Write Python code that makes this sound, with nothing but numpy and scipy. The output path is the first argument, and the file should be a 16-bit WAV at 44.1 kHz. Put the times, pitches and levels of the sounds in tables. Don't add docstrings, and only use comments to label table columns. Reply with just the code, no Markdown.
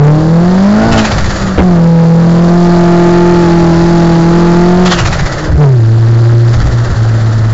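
import sys
import numpy as np
from scipy import signal
from scipy.fft import rfft, irfft, next_fast_len
from scipy.io import wavfile
from scipy.ndimage import map_coordinates

SR = 44100
rng = np.random.default_rng(int(sys.argv[2]) if len(sys.argv) > 2 else 0)


def unload_audio(sound):
    columns = np.transpose(np.atleast_2d(sound))
    steps = np.round(np.clip(columns, -1, 1) * 32767)
    wavfile.write(sys.argv[1], SR, steps.astype(np.int16))


N = 332073
TIME = np.arange(N) / SR

# (strongest chuff [s], end [s], first period [s], ratio of successive periods [1],
# strongest level [dB], final level [dB], escaping air [dB])
SURGES = [(.986, 1.51, .0684, .968, -6, -21.5, -28), (4.921, 5.48, .0713, .977, -3.5, -22, -34),
          (6.54, 7.53, .0621, .996, -18.5, -26.5, -54)]
LEAD_S = .058


def exhaust(hz, drive_db, boost, lug_hz=133.4, lug_db_per_hz=.52):
    # (frequency [Hz], gain [dB])
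    standing_waves = [(112, 6), (135, 7), (147, 4), (157, -4), (166, 5), (175, 4), (184, 3.5), (203, 7),
                      (226, -2), (280, -22.5), (309, 4), (326, 3.5), (349, 5), (370, -1), (400, -14),
                      (446, -12.5)]
    response = np.transpose(standing_waves)
    boom_db = drive_db + np.interp(hz, *response)
    octave_db = drive_db + np.interp(2 * hz, *response) - 10.5 + 11.5 * np.clip(boost, 0, 1) ** 3.94
    lines_db = drive_db - 1 + 4.5 * boost - lug_db_per_hz * np.maximum(lug_hz - hz, 0)
    return boom_db, octave_db, lines_db


def engine(hz, phase, boom_db, octave_db, lines_db, wobble_rad=.016, uneven_db=1.0):
    # (multiple of the firing rate [1], level [dB])
    orders = [(.25, -20), (.5, -19.5), (.75, -14.5), (1.25, -16), (1.5, -33), (2.5, -28.5), (2.75, -18),
              (3, -17), (3.25, -28.5), (3.5, -27), (3.75, -22.5), (4, -21), (4.75, -27), (5, -27.5),
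              (6, -35.5), (6.5, -28), (7, -32), (8, -39.5)]
    # (centre [Hz], width [Hz], gain [dB])
    cabin = [(333.1, 26, 11), (670, 46, 6.5), (854, 72, 0.5)]
    phase = phase + wobble_rad * walk(70)
    lag = 1.71 + 1.47 * np.arctan((2 * hz - cabin[0][0]) / 26)
    boom = undb(boom_db) * np.cos(phase) + undb(octave_db) * np.cos(2 * phase - lag)
    lope_db = 10 * np.clip((hz - 200) / 22, 0, 1)
    flickers = [1 + .22 * walk(22) for _ in range(3)]
    lines = 0
    for k, (multiple, db) in enumerate(orders):
        cabin_db = sum(resonance(multiple * hz, *mode) for mode in cabin)
        gain = undb(db + cabin_db + lope_db * (multiple % 1 == .5)) * flickers[k % 3]
        if multiple % 1 == 0:
            inversion = np.pi / 2 + np.arctan((multiple * hz - 590) / 25)
            offset = (multiple - 1) * lag + inversion + .58 * walk(3.4)
        else:
            offset = rng.uniform(0, 2 * np.pi) + .47 * walk(2.963)
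        lines += gain * np.cos(multiple * phase - offset)
    return boom * undb(uneven_db * walk(90)) + undb(lines_db) * lines


def pedal(attack_s=.078, bleed_s=.79, overrun_db=-25.5):
    # (press [s], lift [s], throttle [dB], release [s], spool-up [s], boost [1 = full])
    pulls = [(-.1, 1.004, -3, 0.046, 0.99, 1), (1.575, 4.836, -2, 0.091, 1.66, 0.9),
             (5.547, 6.522, -4, 0.041, .9, 0.41), (6.677, 6.827, -10.5, 0.066, .9, 0.46),
             (6.913, 7.533, -9, .07, .9, 0)]
    throttle, boost = np.full(N, undb(overrun_db)), 0
    for press, lift, db, release_s, spool_s, reached in pulls:
        since_lift = np.maximum(TIME - lift, 0)
        first_touch = undb(-13) * ramp(press - .2, attack_s)
        opening = np.maximum(ramp(press, attack_s), first_touch)
        throttle = np.maximum(throttle, undb(db) * opening * np.exp(-since_lift / release_s))
        boost += reached * ramp(press, spool_s) * np.exp(-since_lift / bleed_s)
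    return 20 * np.log10(throttle), boost


def chuffs():
    rows = []
    for start, end, period, ratio, first_db, last_db, _ in SURGES:
        rows.append((start - LEAD_S, first_db - 2))
        s = start
        while s < end:
            rows.append((s, first_db + (last_db - first_db) * ((s - start) / (end - start)) ** .75))
            s += period
            period = max(period * ratio, LEAD_S / 2)
    return rows


def compressor_surge(rise_s=.005, fall_s=.013, chirp_db=-8, spit_db=-29):
    # (frequency [Hz], level [dB])
    surge_colour = [(300, -19), (720, 10.5), (970, 5), (1350, 8.5), (1620, 4), (1880, 8.5), (2250, -7.5),
                    (3500, -1.5), (4600, -1), (6200, -6), (7100, -6), (8500, -8.5)]
    spit_colour = [(1500, -8.5), (3000, -11), (4500, -2), (5500, 2), (7100, 3.5), (8500, 1)]
    train, flow = chuffs(), np.zeros(N)
    for s, db in train:
        age = TIME - s
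        flow += undb(db) * np.exp(-np.abs(age / np.where(age < 0, rise_s, fall_s)) ** 1.16 / 2)
    phase = phase_of(1500 + 2800 * undb(curve(train)))
    chirp = walk(850) * np.cos(phase) + walk(850) * np.sin(phase)
    spit = undb(spit_db) * np.tanh(flow / .077) * noise(spit_colour)
    return flow * (noise(surge_colour, ripple_db=1.4) + undb(chirp_db) * chirp) + spit


def turbo_whistle(waver=.0057):
    # (start [s], length [s], start pitch [Hz], end pitch [Hz], level [dB], octave level [dB])
    whistles = [(1.25, .38, 1400, 1100, -26, -41), (1.2, .36, 6940, 6770, -34, -70),
                (5.16, .25, 2100, 1835, -26, -57)]
    unsteady = 1 + waver * walk(150)
    out = 0
    for start, length, start_hz, end_hz, db, octave_db in whistles:
        along = np.clip((TIME - start) / length, 0, 1)
        phase = phase_of((start_hz + (end_hz - start_hz) * along) * unsteady)
        out += np.sin(np.pi * along) * (undb(db) * np.sin(phase) + undb(octave_db) * np.sin(2 * phase))
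    return out


def body(road_db=-18, rise_s=.0027):
    # (frequency [Hz], level [dB])
    rumble_colour = [(15, -6.5), (30, -4), (45, -5.5), (65, -7), (95, -5.5), (130, -4), (220, -21),
                     (500, -56)]
    crack_colour = [(50, -5.5), (150, 6), (350, 13.5), (800, -1.5), (2000, -11.5), (4000, -28.5),
                    (8000, -35)]
    # (time [s], level [dB], half length [s])
    shudders = [(0.944, -7.5, .05), (1.216, -8, 0.082), (1.44, -13, 0.027), (1.69, -16, 0.094),
                (5.073, -8, 0.068), (5.223, -8.5, 0.043), (5.532, -9.5, 0.035), (6.627, -6.5, 0.072),
                (6.93, -14.5, 0.052)]
    # (time [s], ring [Hz], ring level [dB], crack level [dB], decay [s])
    thumps = [(1.577, 75, 8, 5.5, 0.025), (5.492, 69.55, 3, -17, 0.017), (5.537, 70, 2.5, -15, 0.031),
              (6.56, 48.04, -7, -32, 0.051), (6.63, 57.5, -4, -21, 0.074), (6.88, 75.6, -15, -34, 0.055)]
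    rocking = sum(undb(db) * np.exp(-((TIME - s) / half_s) ** 2) for s, db, half_s in shudders)
    out = noise(rumble_colour) * (undb(road_db) + rocking)
    crack = noise(crack_colour)
    for s, hz, ring_db, crack_db, decay_s in thumps:
        age = np.maximum(TIME - s, 0)
        blow = (1 - np.exp(-age / rise_s)) * np.exp(-(age / decay_s) ** 2 / 2)
        out += blow * (undb(crack_db) * crack - undb(ring_db) * np.sin(2 * np.pi * hz * age))
    return out


def escaping_air(onset_s=.06, close_s=.39):
    return sum(undb(db) * ramp(start - LEAD_S, onset_s) * (1 - ramp(end - close_s / 2, close_s))
               for start, end, *_, db in SURGES)


def roar_and_hiss(phase, throttle_db, drive_db, boost, tyre_db=-23, pulsing=.087):
    # (frequency [Hz], level [dB])
    roar_colour = [(90, -1), (200, 1.5), (275, -2.5), (350, 4.5), (450, -1), (620, 1.5), (950, -7.5),
                   (1300, -3.5), (1850, -7), (2300, -24), (3500, -25.5), (7000, -46)]
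    hiss_colour = [(700, -21), (1500, -19), (2300, -3.5), (3100, -2.5), (4500, 2.5), (5300, -2.5),
                   (6200, -4), (7100, -4.5), (8500, -3)]
    engine_bay = np.hypot(undb(drive_db - 25.5), undb(-15) * boost)
    intake = undb(drive_db - 29 + .9 * throttle_db) + undb(-23) * boost
    roar = np.hypot(undb(tyre_db), engine_bay) * noise(roar_colour, ripple_db=.7) * undb(.5 * walk(25))
    hiss = np.hypot(intake, escaping_air()) * noise(hiss_colour, ripple_db=1.5) * undb(.5 * walk(20))
    return (roar + hiss) * (1 + pulsing * np.cos(phase))


def resonance(hz, centre_hz, width_hz, peak_db):
    return peak_db / (1 + (2 * (hz - centre_hz) / width_hz) ** 2)


def noise(colour, ripple_db=0):
    size = next_fast_len(N)
    f = np.arange(size // 2 + 1) * SR / size
    hz, db = np.transpose(colour)
    grid_hz = np.arange(0, SR / 2, 45)
    ripple = np.interp(f, grid_hz, rng.standard_normal(len(grid_hz)))
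    shape_db = np.interp(np.log(f + 1), np.log(hz), db) + ripple_db * ripple
    x = irfft(rfft(rng.standard_normal(size)) * undb(shape_db), size)[:N]
    return x / x.std()


def walk(rate):
    return map_coordinates(rng.standard_normal(8192), [TIME * rate], order=2, mode="wrap")


def ramp(start, length):
    return np.sin(np.pi / 2 * np.clip((TIME - start) / length, 0, 1)) ** 2


def curve(table):
    return np.interp(TIME, *np.transpose(table))


def phase_of(hz):
    return 2 * np.pi * np.cumsum(hz) / SR


def undb(db):
    return 10 ** (np.asarray(db) / 20)


def scene():
    # (time [s], firing rate [Hz])
    speed = [(0, 143.2), (.38, 168.7), (.58, 189.4), (.88, 229), (1.1, 210), (1.66, 182), (1.78, 168),
             (2.08, 165.4), (2.58, 174.5), (2.9, 172.7), (3.32, 174.8), (3.5, 169.6), (3.62, 170),
             (3.73, 166.9), (3.87, 171), (4.21, 166.7), (4.38, 171.7), (4.52, 171.9), (4.86, 182.5),
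             (5, 169.4), (5.62, 149), (5.82, 111.5), (6.2, 116), (6.8, 118.2), (7, 112.5), (7.53, 110.6)]
    hz = curve(speed)
    phase = phase_of(hz)
    throttle_db, boost = pedal()
    drive_db = throttle_db + resonance(hz, centre_hz=147.8, width_hz=12, peak_db=11.5)
    boom = engine(hz, phase, *exhaust(hz, drive_db, boost))
    rush = roar_and_hiss(phase, throttle_db, drive_db, boost)
    return (boom + rush + compressor_surge() + turbo_whistle() + body())[None]


def record(dry, ceiling=.74, knee=3.27, top_hz=7300):
    squashed = dry / (1 + np.abs(dry / ceiling) ** knee) ** (1 / knee)
    return signal.sosfilt(signal.ellip(8, .2, 70, top_hz, fs=SR, output="sos"), squashed)


dry = scene()
out = record(dry)
unload_audio(out)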